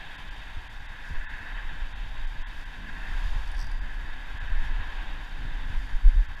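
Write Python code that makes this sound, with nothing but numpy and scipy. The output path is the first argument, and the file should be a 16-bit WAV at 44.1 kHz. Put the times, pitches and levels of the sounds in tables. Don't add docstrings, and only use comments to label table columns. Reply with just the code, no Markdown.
import sys
import numpy as np
from scipy import signal
from scipy.fft import rfft, irfft
from scipy.io import wavfile

SR = 44100
rng = np.random.default_rng(int(sys.argv[2]) if len(sys.argv) > 2 else 0)


def dump_mix(stems):
    frames = np.atleast_2d(stems).T
    limited = np.clip(frames, -1, 1)
    pcm = np.round(limited * 32767).astype(np.int16)
    wavfile.write(sys.argv[1], SR, pcm)


N = 282240
TIME = np.arange(N) / SR
BINS = np.fft.rfftfreq(N, 1 / SR)



def amp(db):
    return 10 ** (np.asarray(db) / 20)


def evened(x):
    return x / np.sqrt(np.mean(x ** 2) + 1e-20)


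def gains(rows):
    times_s, *columns = np.transpose(rows)
    return [amp(np.interp(TIME, times_s, levels_db)) for levels_db in columns]


def swells(rows):
    return sum(amp(db) * np.exp(-((TIME - s) / half) ** 2) for s, db, half in rows)


def noise(colour):
    hz, db = np.transpose(colour)
    skirts = np.minimum(1, BINS / hz[0]) ** 2 / np.maximum(1, BINS / hz[-1]) ** 2
    shape = amp(np.interp(np.log(BINS + 1), np.log(hz + 1), db)) * skirts
    white = rng.standard_normal(N)
    return evened(irfft(rfft(white) * shape, N))


def wander(hz):
    white = rng.standard_normal(N)
    return evened(irfft(rfft(white) * np.exp(-(BINS / hz) ** 2), N))


def below(x, hz, order=8):
    return irfft(rfft(x) / (1 + (BINS / hz) ** order), N)


def eddies(colour, evenness):
    x = noise(colour)
    size = np.sqrt(abs(signal.hilbert(x)) ** 2 + 0.42)
    return evened(x / size ** evenness)


def add(mix, s, sound):
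    part = mix[round(s * SR):][:len(sound)]
    part += sound[:len(part)]


# time_s, body_db, case_ring_db, upper_db
RUSH_LEVELS = [(0, -52, -48.5, -49.5), (0.3, -52.5, -48, -50), (0.7, -54, -49, -54.0),
               (1.3, -52.5, -43.5, -53.5), (1.63, -50.5, -44.5, -51.5), (1.9, -53.0, -49.5, -52),
               (2.8, -54, -47.5, -53.5), (3.08, -50.5, -43.0, -50.5), (3.3, -49.5, -47.5, -49.5),
               (3.7, -52.5, -48.5, -55.0), (3.95, -52, -46, -53.5), (4.3, -52, -47.5, -52),
               (4.6, -50.5, -44.5, -52), (4.97, -49, -46.0, -49), (5.3, -51.5, -48.5, -52),
               (5.7, -53, -47, -52), (6.05, -54.5, -49.5, -54.5), (6.4, -54, -48.5, -55)]
RUSH_DB = -52
# centre_s, level_db, half_length_s (to 1/e)
SWISHES = [(1.08, -69, .07), (2.59, -70, 0.084), (3.26, -65.5, 0.29), (4.65, -69, .05), (5.8, -71, 0.18)]
# frequency_hz, density_db (per Hz)
SPRAY_COLOUR = [(3500, -10.5), (4700, 11), (5400, -1), (5560, 7.5), (5700, 1), (5900, -0.5), (6300, 3),
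                (6600, -0.5), (6850, 2), (7600, -3.5), (8300, -7), (10000, -43)]
FIZZ_COLOUR = [(6500, -25), (8400, 1), (9000, 1), (9700, 1), (10100, 1), (10600, -0.5), (11300, -1.5),
               (12300, -2), (13200, -2.5), (15300, -4.5)]
SWISH_COLOUR = [(3800, 2), (4800, 13.5), (5200, 4), (5550, 10), (5870, 0), (6200, 7), (6550, 1),
                (6800, 6.5), (7300, -1), (7900, -1), (8500, -6), (9050, -5), (9400, 2), (9900, 0),
                (10500, -10), (11500, -13), (11900, -3), (12400, -3), (12800, -11), (13400, -9),
                (14000, -18)]


def spray(hiss_db=-65, fizz_db=-73, follow=0.15, swish_db=5.5, flicker_db=1.0, drift_db=.5):
    upper = gains(RUSH_LEVELS)[-1]
    bed = (upper / amp(RUSH_DB)) ** follow * amp(drift_db * wander(9))
    hiss = bed * (amp(hiss_db) * noise(SPRAY_COLOUR) + amp(fizz_db) * noise(FIZZ_COLOUR))
    swish = amp(swish_db) * swells(SWISHES) * noise(SWISH_COLOUR)
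    return (hiss + swish) * amp(flicker_db * wander(120))


# frequency_hz, density_db (per Hz)
LOW_COLOUR = [(150, -10.5), (350, -4.5), (530, -0.5), (680, 3), (780, 6), (880, -8), (1100, -49)]
BODY_COLOUR = [(600, -27), (760, -5), (850, 2), (970, 3), (1080, 1.5), (1180, -6), (1400, -3), (2200, -44)]
RING_COLOUR = [(900, -59), (1200, -20.5), (1400, -7.5), (1520, -1), (1600, 3.5), (1660, 1), (1720, 3.5),
               (1790, -4), (1920, -1.5), (2150, -8.5), (2600, -30)]
SHOULDER_COLOUR = [(1400, -56), (1650, 0), (1760, 2.5), (1920, -11), (2100, -32), (2400, -17), (2650, -3.5),
                   (3000, -42)]
UPPER_COLOUR = [(1700, -19), (2200, 2.5), (2620, 4.5), (2870, 1), (3020, 4), (3220, 3), (3380, 2),
                (3560, 3.5), (3780, 4), (4030, -13), (4280, -4.5), (4480, -15.5), (4730, -13.5),
                (5300, -31)]


def rush(low_db=-6.5, low_follow=0.98, body_db=-0.34, ring_db=-0.4, upper_db=-.3,
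         shoulder_db=-6, shoulder_reference_db=-45, churn_db=0.76, throb_db=.5):
    body, ring, upper = gains(RUSH_LEVELS)
    low = amp(RUSH_DB + low_db) * (body / amp(RUSH_DB)) ** low_follow
    roar = low * noise(LOW_COLOUR) + amp(body_db) * body * noise(BODY_COLOUR)
    shoulder = amp(shoulder_db) * ring / amp(shoulder_reference_db) * noise(SHOULDER_COLOUR)
    throb = amp(throb_db * wander(17))
    hollow = amp(ring_db) * ring * (noise(RING_COLOUR) + shoulder) * throb
    high = amp(upper_db) * upper * noise(UPPER_COLOUR)
    return (roar + hollow + high) * amp(churn_db * wander(25))


# centre_s, length_s (between 1/e points of the cut in dB), depth_db
DIPS = [(0.172, .013, 30), (.301, 0.011, 16), (0.687, .012, 24), (0.876, 0.018, 13), (1.272, 0.033, 28),
        (1.942, 0.023, 12), (2.263, 0.01, 19), (2.449, 0.033, 30), (2.649, 0.009, 17), (3.805, 0.016, 14),
        (4.394, 0.013, 32), (6.274, 0.02, 13), (6.36, 0.01, 18)]
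# centre_hz, half_width_hz (to 1/e), share (of depth)
VALLEYS = [(483, 320, 1), (1250, 82, .5), (2320, 220, 0.36), (2950, 160, 0.37)]


def dropouts(x, split_hz=3900):
    cut_db = sum(depth * np.exp(-(2 * (TIME - s) / length) ** 4) for s, length, depth in DIPS)
    hiss = x - below(x, split_hz, order=24)
    out = x + hiss * (amp(-cut_db) - 1)
    for hz, width, share in VALLEYS:
        valley = irfft(rfft(x) * np.exp(-((BINS - hz) / width) ** 2), N)
        out = out + valley * (amp(-share * cut_db) - 1)
    return out


# (relative, of the modes from 8 to 11 kHz)
CLICKS = [(3.4755, -47, -18), (3.5154, -45, -1), (3.5458, -50, -5), (3.5674, -47, -11), (3.5803, -43, -20),
          (3.5912, -40, -24), (3.6012, -38, -26), (3.6124, -38, -36.5), (3.625, -41, -27),
          (3.6426, -43, -26), (3.6671, -46, -20), (3.715, -47, -10)]


def singing(level_db=-25, t60=1.2, pitch_hz=4755):
    energy = np.zeros(N)
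    t = np.arange(SR) / SR
    for s, db, _ in CLICKS:
        add(energy, s, amp(db - 60 * t / t60) ** 2)
    return amp(level_db) * np.sqrt(energy) * np.sin(2 * np.pi * pitch_hz * TIME)


# pitch_hz, level_db, t60_s (decay by 60 dB)
SPOOL_MODES = [(4270, -8, 0.027), (4740, -2, 0.031), (5080, -9, .02), (5370, -2.5, 0.021),
               (5600, -4.5, 0.028), (6140, -9, 0.03), (7740, -15.5, 0.039), (8700, -11.5, .02),
               (9300, -9, 0.026), (9750, -9, .02), (12200, -27, .15)]


def reel(level_db=2.5, rise_s=.0006, bright=0.73, snap_db=-13, snap_s=0.0026):
    t, out = np.arange(SR // 2) / SR, np.zeros(N)
    treble = signal.butter(2, [4500, 12000], "band", fs=SR, output="sos")
    for s, db, bright_db in CLICKS:
        ring = np.zeros(len(t))
        for hz, mode_db, t60 in SPOOL_MODES:
            tilt_db = bright * (bright_db + 13) * (8000 < hz < 11000)
            decay = amp(mode_db + tilt_db - 60 * t / t60)
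            ring += decay * np.sin(2 * np.pi * (hz * t + rng.random()))
        grit = signal.sosfilt(treble, rng.standard_normal(len(t)))
        click = ring / abs(ring).max() + amp(snap_db) * grit * np.exp(-t / snap_s)
        onset = 1 - np.exp(-t / rise_s)
        add(out, s, amp(db + level_db) * click * onset)
    return out


# start_s, level_db, rise_s
THUMPS = [(.568, -32.5, 0.0091), (1.098, -29.5, 0.013), (4.5, -29.5, 0.016), (4.788, -35, 0.015),
          (5.446, -35, 0.0061), (5.695, -28.5, 0.012), (6.053, -31.5, 0.012), (6.143, -26, 0.012)]
# frequency_hz, density_db (per Hz)
THUMP_COLOUR = [(45, -10), (62, 5), (85, 0), (115, -15.5), (150, -24), (250, -28), (400, -39)]


def thumps(level_db=0):
    force = np.zeros(N)
    u = np.arange(SR // 4) / SR
    for s, db, rise in THUMPS:
        add(force, s, amp(db) * u / rise * np.exp(1 - u / rise))
    return amp(level_db) * force * eddies(THUMP_COLOUR, evenness=1) / np.sqrt(2)


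# time_s, level_db
WIND_LEVELS = [(0, -40.5), (0.85, -39.5), (2.2, -32.5), (2.8, -38.0), (3.3, -26.0), (3.7, -29.0),
               (4.2, -34.5), (4.7, -29.0), (5.25, -33.5), (5.7, -29.5), (6.4, -34.5)]
BREEZE_DB = -33
# centre_s, level_db, half_length_s (to 1/e)
GUSTS = [(.56, -33, 0.035), (1.17, -28.5, 0.036), (1.67, -34, 0.045), (1.83, -30, 0.017),
         (2.26, -29, 0.026), (2.41, -30.5, 0.035), (2.6, -34.5, 0.061), (4.56, -22.5, 0.051),
         (4.69, -28.5, 0.083), (5.78, -24, 0.024), (5.96, -22, 0.023), (6.075, -11.5, .028),
         (6.19, -19, 0.038)]
# time_s, level_db
FLUTTER_LEVELS = [(0, -55), (0.9, -61), (1.1, -56.5), (2.68, -57.5), (2.8, -51), (3.55, -57.0),
                  (3.8, -53.5), (4.3, -56.5), (4.95, -52.5), (5.25, -53.5), (5.62, -49), (5.88, -56.5),
                  (6.4, -59.5)]
# frequency_hz, density_db (per Hz)
SWING_COLOUR = [(6, -8), (12, -1), (22, -4), (34, -3), (44, -10.5), (56, -24), (90, -63)]
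BUFFET_COLOUR = [(35, -81), (52, 4.5), (72, 1.5), (100, -4), (130, -12), (200, -22.5), (400, -40)]
FLUTTER_COLOUR = [(80, -16), (140, 1), (200, -2.5), (275, -1.5), (310, -4.5), (350, -12), (480, -16.5),
                  (900, -34.5)]


def wind(swing_db=1.0, swing_top_hz=58, puffy_db=1.5, gust_db=3.0, buffet_db=-48, buffet_follow=0.63,
         gust_share=.3, flutter_db=-.5, lumpy_db=4, ragged_db=1.5):
    steady, = gains(WIND_LEVELS)
    flutter, = gains(FLUTTER_LEVELS)
    gusts = swells(GUSTS)
    lumps = np.clip(wander(21.5), -2, 2)
    puffs = amp(puffy_db * wander(12))
    heave = steady * evened(eddies(SWING_COLOUR, evenness=0.5) * puffs)
    surge = gusts * eddies(SWING_COLOUR, evenness=0.62)
    large = below(amp(swing_db) * heave + amp(gust_db) * surge, swing_top_hz)
    strength = np.hypot(steady, gust_share * gusts) / amp(BREEZE_DB)
    buffet = amp(buffet_db) * strength ** buffet_follow
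    middle = buffet * evened(eddies(BUFFET_COLOUR, evenness=0.43) * amp(lumpy_db * lumps))
    small = amp(flutter_db) * flutter * evened(noise(FLUTTER_COLOUR) * amp(ragged_db * lumps))
    return large + middle + small + thumps()


def scene():
    return (dropouts(spray() + rush() + wind()) + singing() + reel())[None]


def record(dry, edge_hz=15300):
    lowpass = signal.firwin(511, edge_hz, window=("kaiser", 9), fs=SR)
    return signal.oaconvolve(dry, lowpass[None], "same")


dry = scene()
out = record(dry)
dump_mix(out)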